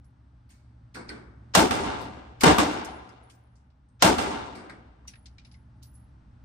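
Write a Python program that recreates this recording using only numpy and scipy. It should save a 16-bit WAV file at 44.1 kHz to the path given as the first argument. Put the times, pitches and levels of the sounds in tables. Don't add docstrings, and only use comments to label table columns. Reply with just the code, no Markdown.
import sys
import numpy as np
from scipy import signal
from scipy.fft import rfft, irfft
from scipy.io import wavfile
from scipy.ndimage import uniform_filter1d

SR = 44100
rng = np.random.default_rng(int(sys.argv[2]) if len(sys.argv) > 2 else 0)


def gain_from_db(level_db):
    decades = np.asarray(level_db, float) / 20
    return 10 ** decades


def digitize_waveform(pressure):
    field = np.atleast_2d(pressure).T
    bounded = np.clip(field, -1, 1)
    quanta = np.round(bounded * 32767).astype(np.int16)
    wavfile.write(sys.argv[1], SR, quanta)


N = 284004
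HZ = np.fft.rfftfreq(N, 1 / SR)
TIME = np.arange(N) / SR


def evened(x):
    return x / np.sqrt(np.mean(x ** 2) + 1e-20)


def wander(shape, size):
    return evened(uniform_filter1d(rng.standard_normal(shape), size=size))


def read(points, hz):
    f, value = np.transpose(points)
    return np.interp(np.log(hz + 1), np.log(f + 1), value)


def add(mix, s, sound):
    part = mix[:, round(s * SR):][:, :sound.shape[1]]
    part += sound[:, :part.shape[1]]


def sides(pan_db):
    return gain_from_db(np.array([[pan_db / 2], [-pan_db / 2]]))


def pair(colour, same, per_s=9000., spread_db=1.5):
    size = gain_from_db(spread_db * np.minimum(rng.exponential(1, (2, N)), 4))
    happens = rng.random((2, N)) < per_s / SR
    a, b = rfft(size * rng.standard_normal((2, N)) * happens)
    likeness = np.clip(read(same, HZ), -1, 1)
    right = likeness * a + np.sqrt(1 - likeness ** 2) * b
    return np.array([a, right]) * gain_from_db(read(colour, HZ))


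def band_db(z, lo_hz, hi_hz):
    inside = (HZ > lo_hz) & (HZ < hi_hz)
    return 10 * np.log10(2 * np.mean(np.sum(abs(z[:, inside]) ** 2, 1)) / N ** 2)


def peaks(table):
    return gain_from_db(sum(db / (1 + ((HZ - hz) / width) ** 2) for hz, width, db in table))


def held(age, hold_s, fall):
    knee_s = 0.02
    return -fall * knee_s * np.logaddexp(0, (age - hold_s) / knee_s)


# t/s, level/dB, hold/s, boom at its height/dB, bass in the hall/dB
NEAR_SHOTS = [
    (1.551, -19, 0.024, 6, 0.5),
    (2.435, -16.5, 0.046, 2.5, -9.5),
    (4.023, -18.5, .025, 4, -5.5),
]
# t/s, slap level/dB, hall level/dB, hall hold/s, hall fall/(dB/s)
WALL_ANSWERS = [
    (1.709, -31.5, -34.5, 0.19, 52),
    (2.584, -23.5, -36, 0.19, 54),
    (4.184, -32, -34.5, 0.12, 54.5),
]
SHOT_PAN_DB = [0, -0.37, 0.25]
SHOT_TREBLE_DB = [1, -2.5, 0.5]
SHOT_LANE = [0, 1, 0]
# f/Hz, level/(dB per Hz)
NEAR_COLOUR = [(30, -33.5), (48, -20), (70, -5.5), (141, -16), (180, -8), (300, -5), (554, -6.5), (800, -4),
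               (1450, -11), (1850, -14.5), (3300, -17.5), (7000, -27.5), (8600, -28), (11000, -42)]
# f/Hz, width/Hz, level/dB
STALL_PEAKS = [(178, 22, 1.5), (303, 22, 2.5), (422, 9.9, 2), (761.4, 16, 4.5), (884.7, 41, 4),
               (1090, 27, 3), (1200, 18, 5), (1370, 46, 5.5), (1487, 18, 4), (1646, 14, 4.5),
               (1840, 6, 5.5), (2100, 30, 4), (2810, 30, 5.5), (3420, 30, 0)]
# f/Hz, likeness [-1..1]
HALL_SAME = [(40, 0.57), (90, 0.85), (180, 0.86), (350, .65), (640, -.05), (1650, -0.096), (5000, .05)]
# f/Hz, share [1]
TREBLE_SHARE = [(900, 0.35), (2200, 0.44), (5200, .95), (10000, 1.86), (15000, 2)]
# f/Hz, share [1]
BASS_SHARE = [(120, 0.51), (200, 0.089)]
# f/Hz, share [1]
BOOM_SHARE = [(130, 0.05), (240, 0.7), (480, 0.2), (800, 0)]


def hall():
    z = pair(NEAR_COLOUR, HALL_SAME) * peaks(STALL_PEAKS)
    z *= gain_from_db(2.5 * np.clip((HZ - 500) / 500, 0, 1) * wander(len(HZ), 130))
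    middle_db = band_db(z, 500, 1800)
    treble_db = band_db(z, 3000, 9000) - middle_db
    bass_db = band_db(z, 50, 150) - middle_db
    boom_db = band_db(z, 180, 450) - middle_db
    centres = np.geomspace(60, 15360, 9)
    place = np.interp(np.log(HZ + 1), np.log(centres), np.arange(9))
    bands = [irfft(z * np.maximum(1 - abs(place - k), 0), N) for k in range(9)]
    out, age = np.zeros((2, N)), TIME[:70000]
    flat = np.zeros_like(age)
    clumps_db = 1.6 * wander((2, 9, 2, len(age)), 1500)

    flash_db, flash_s = 5.5, 0.004
    dull_db, dulling, dullest_db = -4, 23.6, -20.5
    dull = dull_db + dullest_db * np.tanh(1.18 * dulling * age / -dullest_db)
    bass_start_db, bass_end_db, bass_s = -21.5, -5.5, 0.011
    stall_bass = bass_end_db + (bass_start_db - bass_end_db) * np.exp(-age / bass_s)
    boom_start_db, boom_at_s, boom_s = -10.5, 0.1, 0.051
    swell = np.exp(-((age - boom_at_s) / boom_s) ** 2)
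    lull_db = -5 * np.exp(-((age - 0.017) / 0.004) ** 2)
    stall_fall, slap_fall = 146, 120
    last_db, last_fall = -19, 21

    shots = zip(NEAR_SHOTS, WALL_ANSWERS, SHOT_PAN_DB, SHOT_TREBLE_DB, SHOT_LANE)
    for (s, db, hold, top_db, low_db), answer, pan_db, bright_db, lane in shots:
        back, slap_db, hall_db, linger, fall = answer
        since = age - (back - s)
        silent = np.where(since < 0, -200, 0)
        late = 20 * np.log10(gain_from_db(held(since, linger, fall)) + gain_from_db(last_db - last_fall * since))
        level = np.array([db + held(age, hold, stall_fall) + lull_db,
                          slap_db - slap_fall * since + silent,
                          hall_db + late + silent])
        treble = np.array([dull + bright_db + flash_db * np.exp(-age / flash_s), dull + 2.5, dull])
        bass = np.array([stall_bass, flat - 16.5, flat + low_db])
        boom = np.array([boom_start_db + (top_db - boom_start_db) * swell, flat - 1.5, flat - 1])
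        start = lane * len(age)
        for hz, band, clump_db in zip(centres, bands, clumps_db[lane]):
            part_db = level - middle_db + 2.0
            part_db += read(TREBLE_SHARE, hz) * (treble - treble_db)
            part_db += read(BASS_SHARE, hz) * (bass - bass_db)
            part_db += read(BOOM_SHARE, hz) * (boom - boom_db)
            rise = 1 - np.exp(-age / (0.0004 + 1.2 / hz))
            gain = np.sqrt(gain_from_db(2 * part_db[:, ::8]).sum(0)).repeat(8) * rise
            lean = sides(pan_db + 2.5 * (hz < 150))
            add(out, s, lean * gain_from_db(clump_db) * gain * band[:, start:start + len(age)])
    return out


# t/s, peak level/dB, left-right level/dB, pulse/ms, t60/s
FRONTS = [
    (1.5505, -3, 3, 0.16, 0.029),
    (1.71, -14, 0, .14, .02),
    (2.4085, -18.5, -1, 0.052, .12),
    (2.434, -14, 2, 0.82, 0.044),
    (2.442, -12, 2.5, 0.092, .015),
    (2.5835, -8.5, -1.5, 0.14, .024),
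    (2.602, -19.5, 3.5, .3, .02),
    (4.0228, -3.5, 4.5, 0.21, 0.032),
    (4.183, -21, -2.5, .12, 0.019),
]


def fronts():
    out, t = np.zeros((2, N)), np.arange(4000) / SR
    for s, db, pan_db, ms, t60 in FRONTS:
        u = t[:400] * 1000 / ms
        pulse = (1 - u) * np.exp(-u)
        taps = rng.choice([-1., 1.], (2, len(t))) * (rng.random((2, len(t))) < 5000 / SR)
        taps[:, 0] = 0.14
        flurry = signal.fftconvolve(taps * gain_from_db(-60 * t / t60), pulse[None], axes=1)
        add(out, s, sides(pan_db) * gain_from_db(db - 2.5) * flurry)
    return out


# delay t/s, f/Hz, half length/s, level/dB
THUMPS = [(0.028, 441.5, 0.01, -2), (0.0044, 1000, 0.0034, 0), (.024, 1150, .003, -1),
          (.042, 1350, .004, -3), (.019, 1450, .003, -4), (.345, 900, .02, -19), (.03, 182, 0.013, 1),
          (0.033, 670, .014, -1.5), (.055, 300, 0.0069, -1.5), (.067, 327, 0.011, 2), (.072, 890, 0.01, -5),
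          (.089, 265, .01, -2), (.092, 427, 0.017, -1.5), (.105, 360.4, 0.019, -1), (0.16, 240, .012, -7),
          (.265, 398.5, .025, -12), (0.343, 308, 0.016, -21), (0.354, 1400, 0.012, -18),
          (0.3, 920, 0.035, -16), (0.298, 313, 0.014, -14), (0.377, 286, .012, -20),
          (0.179, 1450, 0.009, -14), (0.162, 1163, 0.0094, -12), (0.55, 210, .015, -23),
          (.66, 340, 0.018, -29)]
# delay t/s, f/Hz, half length/s, level/dB
NEXT_THUMPS = [(.005, 251.2, .007, 3), (.004, 453.2, .007, -0.5), (0.038, 176.7, 0.0086, 2.5),
               (.043, 458, .01, -2), (0.061, 749.7, .016, -4.5), (0.063, 299.7, .022, 0),
               (.168, 1138, 0.005, -1.5), (0.261, 300.8, 0.03, -11), (0.15, 1170, .004, -2),
               (.028, 1150, .006, -3), (.038, 1600, .003, -4), (.072, 1050, .005, -5),
               (0.159, 230, .012, -4), (.195, 301.4, .012, -8.5), (.252, 900, 0.0085, -14),
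               (0.358, 330, .015, -19.5), (0.408, 303, .012, -23)]
THUMP_DB = [-0.5, 1.5, -2.5]


def thumps():
    out, t, echoes = np.zeros((2, N)), TIME[:32000], []
    for rows in (THUMPS, NEXT_THUMPS):
        turns = rng.random((len(rows), 1)) + 0.12 * rng.standard_normal((len(rows), 2))
        echo = np.zeros((2, len(t)))
        for (s, hz, half, db), turn in zip(rows, turns):
            burst = gain_from_db(db) * np.exp(-((t - s) / half) ** 2)
            echo += burst * np.sin(2 * np.pi * (hz * t + turn[:, None]))
        echoes.append(echo)
    for shot, db, lane in zip(NEAR_SHOTS, THUMP_DB, SHOT_LANE):
        add(out, shot[0], gain_from_db(shot[1] + db) * echoes[lane])
    return out


# delay t/ms, level/dB, left-right level/dB, pulse/ms
MIRRORS = [(1.103, -6.5, 2.5, .07), (3.35, -7, 9, 0.074), (5.03, -6, 8.5, 0.18), (5.47, -7, -9, 0.11),
           (19.9, -6, 9, .2), (22.1, -9, -9.5, .15), (23.92, -7, 9, 0.23), (42.3, -7.5, 2, .2),
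           (51.8, -12.5, -8.5, .2), (67.2, -16, -9.5, 0.18), (75, -13, 9, 0.2), (76.6, -13, -8.5, 0.25),
           (80.3, -14, 11, .2), (106, -16, 8.5, .3)]
# delay t/ms, level/dB, left-right level/dB, pulse/ms
NEXT_MIRRORS = [(1.302, -8.5, 9, .3), (4.496, -4, -9, .25), (5.55, -4, 9.5, .25), (8.84, -9, -9, .07),
                (10.1, -7.5, 9, .07), (14.5, -7, 8, 0.13), (23.5, -7, -9.5, .2), (26, -6.5, 9.5, .15),
                (29.3, -7.5, -9, 0.13), (33.7, -5, 10, .2), (40.48, -5.5, 3, .2), (43.78, -6, -8.5, .2),
                (53, -7, 8.5, .3), (57, -7, 4.5, .25), (68, -6.5, 5.5, 0.46), (73.4, -9.5, -9, 0.21)]
# t/s, level/dB
BLASTS = [
    (1.551, -0.5),
    (2.433, 0),
    (4.023, 0),
]


def mirrors():
    out, echoes, ms = np.zeros((2, N)), [], TIME[:300] * 1000
    for rows in (MIRRORS, NEXT_MIRRORS):
        echo = np.zeros((2, 6000))
        signs = rng.choice([-1., 1.], len(rows))
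        for (delay_ms, db, pan_db, pulse_ms), sign in zip(rows, signs):
            u = ms / pulse_ms
            pulse = u * (2 - u) * np.exp(-u)
            add(echo, delay_ms / 1000, sign * sides(pan_db) * gain_from_db(db + 2.5) * pulse)
        echoes.append(echo)
    for (s, db), lane in zip(BLASTS, SHOT_LANE):
        add(out, s, gain_from_db(db - 2.0) * echoes[lane])
    return out


# t/s, level/dB, top level/dB, bass against it/dB, t60/s
FAR_DULL = [
    (0.49, -68, 16, -17, 0.68),
    (0.944, -46.5, 4, -4.5, 0.32),
    (2.006, -53.5, 17, -8, 0.4),
    (4.55, -52.5, 7, -1, 0.36),
]
# t/s, level/dB, top level/dB, bass against it/dB, t60/s
FAR_SHARP = [
    (1.089, -54, 0.5, -3.5, 0.38),
    (1.86, -54, 8, -7, 0.14),
    (2.409, -36, 5.5, -25, 0.15),
    (4.695, -59.5, 5, -4.5, 0.19),
]
# f/Hz, level/(dB per Hz)
FAR_COLOUR = [(100, -40), (150, -5.5), (250, 0), (380, -4.5), (590, -12), (1240, -12), (1600, -13.5),
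              (2400, -20), (3100, -30), (4700, -21), (6800, -35), (8600, -25.5), (10800, -43.5),
              (15000, -46)]
# f/Hz, width/Hz, level/dB
FAR_PEAKS = [(355, 18, 2.5), (1530, 67, 4.5), (2220, 60, 8.5), (4370, 68, 3.5)]


def far_shots():
    z = pair(FAR_COLOUR, HALL_SAME, per_s=17000.0, spread_db=-0.5) * peaks(FAR_PEAKS)
    z /= gain_from_db(band_db(z, 3000, 10000))
    low = np.clip(np.log(3100 / (HZ + 1)) / 0.64, 0, 1)
    high = np.clip(np.log((HZ + 1) / 9300) / 0.25, 0, 1)
    bass, middle, top = irfft(z * low, N), irfft(z * (1 - low - high), N), irfft(z * high, N)
    out, t = np.zeros((2, N)), np.arange(SR) / SR
    start = 1 - np.exp(-t / 0.002)
    late = gain_from_db(-17.0 - 60 * t / 0.56)
    rows = [(*row, -26) for row in FAR_DULL] + [(*row, 4.5) for row in FAR_SHARP]
    for s, db, top_db, bass_db, t60, first_db in rows:
        span = slice(round(s * SR), round(s * SR) + SR)
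        first = gain_from_db(first_db - 60 * t / 0.057)
        bass_gain = gain_from_db(bass_db - 60 * t / (2.5 * t60)) * (1 - 0.8 * np.exp(-t / 0.02) + 0.4 * first)
        middle_gain = gain_from_db(-60 * t / t60) + late + first
        top_gain = gain_from_db(top_db - 60 * t / (0.52 * t60)) * (1 + first)
        sound = bass_gain * bass[:, span] + middle_gain * middle[:, span] + top_gain * top[:, span]
        add(out, s, gain_from_db(db - 0.5) * start * sound)
    return out


# t/s, f/Hz, width/Hz, level/dB, t60/s
KNOCKS = [(0.504, 8700, 500, -61, 0.15), (.505, 1800, 400, -64.5, 0.22), (.5, 6400, 1300, -65, 0.31),
          (1.1, 4200, 1500, -59.5, 0.61), (5.053, 1200, 500, -51, 0.032), (.955, 1550, 230, -42, 0.28),
          (.96, 410, 120, -44, 0.37), (.947, 2100, 250, -51, .1), (1.093, 1530, 47, -43, 0.25),
          (1.092, 4330, 150, -45, 0.12), (1.092, 2200, 250, -45, .06), (2.419, 1140, 700, -30.5, .2),
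          (.968, 940, 270, -43.5, 0.23), (1.11, 350, 110, -42.5, .4), (1.145, 2240, 120, -54.5, .3),
          (2.584, 3000, 1400, -18.5, .03), (5.078, 5900, 450, -45, 0.098), (.947, 13800, 900, -70, .3),
          (1.092, 13800, 900, -70, .2), (.502, 2900, 700, -67, .2), (5.828, 4600, 300, -63, .1),
          (5.828, 5900, 400, -63, .08), (1.1, 3200, 500, -60, .4), (5.09, 2450, 150, -62, .1),
          (1.091, 4700, 500, -37.5, 0.05), (1.093, 8700, 500, -50, 0.086), (1.1, 1900, 470, -41.5, 0.15),
          (1.71, 3200, 1600, -24.5, 0.03), (2.85, 5800, 760, -49, 0.16), (3.091, 5194, 499.3, -57, 0.082),
          (4.184, 2900, 1400, -27, 0.035), (4.696, 1720, 560, -43, 0.16), (4.697, 4200, 600, -56, 0.1)]


def ringing_knocks():
    out, t = np.zeros((2, N)), np.arange(SR // 4) / SR
    f = np.fft.rfftfreq(len(t), 1 / SR)
    for s, hz, width, db, t60 in KNOCKS:
        resonance = 1 / (1 + ((f - hz) / width) ** 4)
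        band = evened(irfft(rfft(rng.standard_normal((2, len(t)))) * resonance, len(t)))
        add(out, s, gain_from_db(db - 60 * t / t60) * (1 - np.exp(-t / 0.00044)) * band)
    return out


# t/s, peak level/dB, centre f/Hz, left-right level/dB, t60/s
BOUNCES = [(0.043, -65, 8000, -0.5, 0.071), (1.857, -48, 14500, 0, .04), (2.847, -35.5, 10900, 0, 0.086),
           (3.091, -53, 9450, 0, 0.044), (3.228, -73.5, 9480, 6, 0.089), (3.297, -52, 8480, 1, 0.24),
           (3.299, -54, 3200, 2, 0.16), (3.3, -64, 14000, 0, .3), (3.555, -62.5, 7130, -1, 0.25),
           (3.701, -69, 3800, 1, 0.12), (3.8891, -70, 7480, 0, 0.061), (5.05, -71, 7200, 0, 0.041),
           (5.076, -40, 10500, 0, 0.1), (5.079, -43.5, 4190, 2, 0.2), (5.1355, -48, 2600, 4, 0.06),
           (5.1558, -50, 2800, 0, 0.061), (5.257, -41.5, 4630, 2.5, 0.1), (5.3815, -47.5, 3620, 0.5, 0.14),
           (5.448, -50, 3900, 2, 0.15), (5.513, -55.5, 4520, 1, 0.18), (5.54, -55.5, 4000, 3, 0.091),
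           (5.827, -47, 6110, 1, 0.15), (5.93, -67, 10500, 3, 0.16), (5.95, -65, 7500, -1.5, 0.15)]
# f/Hz, level/dB
CONCRETE = [(1200, 8), (2200, 4.5), (3400, -1.5), (5000, 2.5), (7000, -5.5), (8700, -4.5), (10500, -13),
            (14500, -19)]
# t/s, f/Hz, level/dB, t60/s
RINGS = [(.046, 10800, -78, 0.21), (2.851, 9960, -66, 0.56), (3.091, 9900, -83, 0.26),
         (3.231, 9940, -77.5, 0.6), (3.3, 9120, -65, 0.06), (3.35, 15000, -80, 0.3), (1.815, 9860, -63, .3),
         (3.43, 9900, -88, .8), (3.3, 3060, -68, .08), (3.3, 3400, -68, .08), (3.885, 8540, -81, 0.29),
         (4.351, 10050, -68, 0.23), (5.079, 2850, -52, 0.05), (5.08, 5840, -49.5, 0.091),
         (5.084, 9960, -69, 0.52), (5.136, 1846, -61, 0.087), (5.136, 2580, -61, 0.04),
         (5.136, 5000, -68, .04), (5.157, 2620, -65, 0.05), (5.157, 1890, -68, .1),
         (5.155, 10030, -71, 0.36), (5.258, 3660, -62, .06), (5.258, 5200, -64, .06),
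         (5.258, 6310, -68, 0.07), (5.383, 3750, -67, .06), (5.383, 5100, -67, 0.056),
         (5.45, 2370, -68, .1), (5.45, 2760, -70, .08), (5.45, 3750, -66, .06), (5.515, 4950, -71, .08),
         (5.54, 5040, -75, .1), (5.52, 10100, -77, .35), (5.765, 9100, -88, .15), (5.385, 2390, -63, 0.093),
         (5.45, 10060, -76, 0.47), (5.452, 5150, -62, 0.071), (5.542, 2090, -66, 0.14),
         (5.828, 15050, -69.5, .35), (5.8281, 14530, -73, 0.14), (5.8282, 12980, -58.5, 0.25),
         (5.8283, 11830, -71, 0.36), (5.8288, 10960, -77, 0.24), (5.8285, 10170, -67.5, 0.45),
         (5.8286, 9430, -72, 0.2), (5.941, 10970, -65, 0.29), (5.951, 10080, -66, 0.22)]


def casings():
    out, t = np.zeros((2, N)), np.arange(SR // 2) / SR
    f = np.fft.rfftfreq(len(t), 1 / SR)
    for s, db, hz, pan_db, t60 in BOUNCES:
        width = 0.74 + 0.008 * (db + 50)
        colour = gain_from_db(read(CONCRETE, f) - 9.8 * (np.log((f + 1) / hz) / width) ** 2)
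        clumps = gain_from_db(1.6 * wander(len(t), 150))
        scatter = evened(irfft(rfft(rng.standard_normal((2, len(t)))) * colour)) * clumps
        decay = gain_from_db(-60 * t / t60) + 0.6 * gain_from_db(-60 * t / 0.04) + gain_from_db(-22.5 - 60 * t / 0.35)
        add(out, s, sides(pan_db) * gain_from_db(db - 9.0) * scatter * decay * (1 - np.exp(-t / 0.00085)))
    for s, hz, db, t60 in RINGS:
        resonance = 1 / (1 + ((f - hz) / 60.) ** 2)
        spin = evened(irfft(rfft(rng.standard_normal((2, len(t)))) * resonance))
        tone = np.sin(2 * np.pi * (hz * t + rng.random((2, 1))))
        ring = 0.3 * tone + 0.8 * spin
        add(out, s, gain_from_db(db + 7.0 - 60 * t / t60) * np.minimum(t / 0.00099, 1) * ring)
    return out


# f/Hz, level/(dB per Hz)
AIR = [(20, -22.5), (35, -24.5), (55, -9), (85, -10), (125, -8), (150, -15.5), (273, -19), (406, -35.5),
       (1400, -34.5), (2260, -45.5), (5800, -54), (7200, -63), (8600, -57), (11000, -76)]
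# t/s, level/dB
AIR_LEVEL = [(0.0, -55), (0.65, -54.5), (1.5, -50.5), (2.5, -52.5), (3.1, -58.5), (4.0, -57.5),
             (4.6, -55.5), (5.0, -54), (6.44, -51)]
# f/Hz, likeness [-1..1]
AIR_SAME = [(60, 1.0), (240, 0.94), (950, -0.094), (3770, 0.46), (15000, 0.26)]
# f/Hz, width/Hz, level/dB
HUM = [
    (65.02, 6.3, -54.5),
    (118, 1.6, -59),
    (620, 9, -82),
    (850, 81, -76.5),
]


def ventilation():
    z = pair(AIR, AIR_SAME, per_s=SR, spread_db=0.0)
    white = pair([(1, 0), (2, 0)], AIR_SAME, per_s=SR, spread_db=0)
    drones = sum(gain_from_db(db + 70) / np.sqrt(width) * white / (1 + ((HZ - hz) / width) ** 2)
                 for hz, width, db in HUM)
    rush = z / gain_from_db(band_db(z, 40, 240) + 3.5) + drones * gain_from_db(24.0)
    rumble_db = sum(5.5 * np.exp(-((TIME - shot[0] - 0.28) / 0.24) ** 2) for shot in NEAR_SHOTS)
    s, db = np.transpose(AIR_LEVEL)
    return gain_from_db(np.interp(TIME, s, db) + rumble_db) * irfft(rush, N)


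def scene():
    shots = hall() + thumps() + mirrors() + fronts() + far_shots()
    return shots + ringing_knocks() + casings() + ventilation()


# t/s, level at the attack/dB, lead/ms, fall/dB
SMEARS = [
    (0.9443, -55, 4, 12),
    (1.0912, -50, 12, 14),
    (1.5513, -20.5, 14.2, 20),
    (2.4091, -44, 11.5, 19),
    (4.0231, -33.5, 30, 32),
    (5.078, -55.5, 6.3, 12.5),
    (5.8286, -66.5, 8.6, 5),
]


def smears():
    out = np.zeros((2, N))
    for s, db, lead_ms, fall_db in SMEARS:
        lead = lead_ms / 1000
        t = np.linspace(0, 1, round(lead * SR))
        band_hz = [400 if db > -55 else 2400, 6500]
        band = signal.butter(6, band_hz, "band", fs=SR, output="sos")
        hiss = evened(signal.sosfilt(band, rng.standard_normal((2, 2000))))
        add(out, s - lead, gain_from_db(db - fall_db * (1 - t)) * np.minimum(t / 0.091, 1) * hiss[:, -len(t):])
    return out


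def thinned(x, quiet_db=-113., under_db=32.5, chance_db=4.5):
    hz, _, z = signal.stft(x, SR, nperseg=1024)
    power = (abs(z) ** 2).mean(0)
    middle_db = 10 * np.log10(power[(hz > 300) & (hz < 4000)].mean(0) + 1e-14)
    floor_db = np.maximum(quiet_db, middle_db - under_db)
    edges = np.arange(9500, 16600, 350)
    for lo, hi in zip(edges, edges[1:]):
        band = (hz >= lo) & (hz < hi)
        luck = chance_db * wander(len(middle_db), 6)
        margin = 10 * np.log10(power[band].max(0) + 1e-14) - floor_db + luck
        z[:, band] *= np.clip(margin / 6.0, 0, 1)
    return signal.istft(z, SR, nperseg=1024)[1][:, :N]


# f/Hz, level/dB
PORTS = [(60, 0.0), (110, 0.0), (200, -0.5), (380, -1.0), (700, 2.5), (1290, 2.5), (2380, 0.5), (4400, 0.5),
         (8120, -2.0), (15000, 0.0)]


def top_cut(x):
    return signal.sosfilt(signal.butter(12, 16470, fs=SR, output="sos"), x)


def record(dry):
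    dip_db = -22.5 * np.exp(-((HZ - 12550) / 520) ** 4)
    bump_db = 2.5 * np.exp(-((HZ - 14300) / 900) ** 2)
    balance = gain_from_db(np.outer([0.5, -0.5], read(PORTS, HZ)))
    response = gain_from_db(dip_db + bump_db) * balance / np.sqrt(1 + (HZ / 14900) ** 80)
    x = irfft(rfft(dry + smears()) * response, N)
    mix = thinned(1.065 * np.tanh(x / 1.114))
    return top_cut(mix)


dry = scene()
out = record(dry)
digitize_waveform(out)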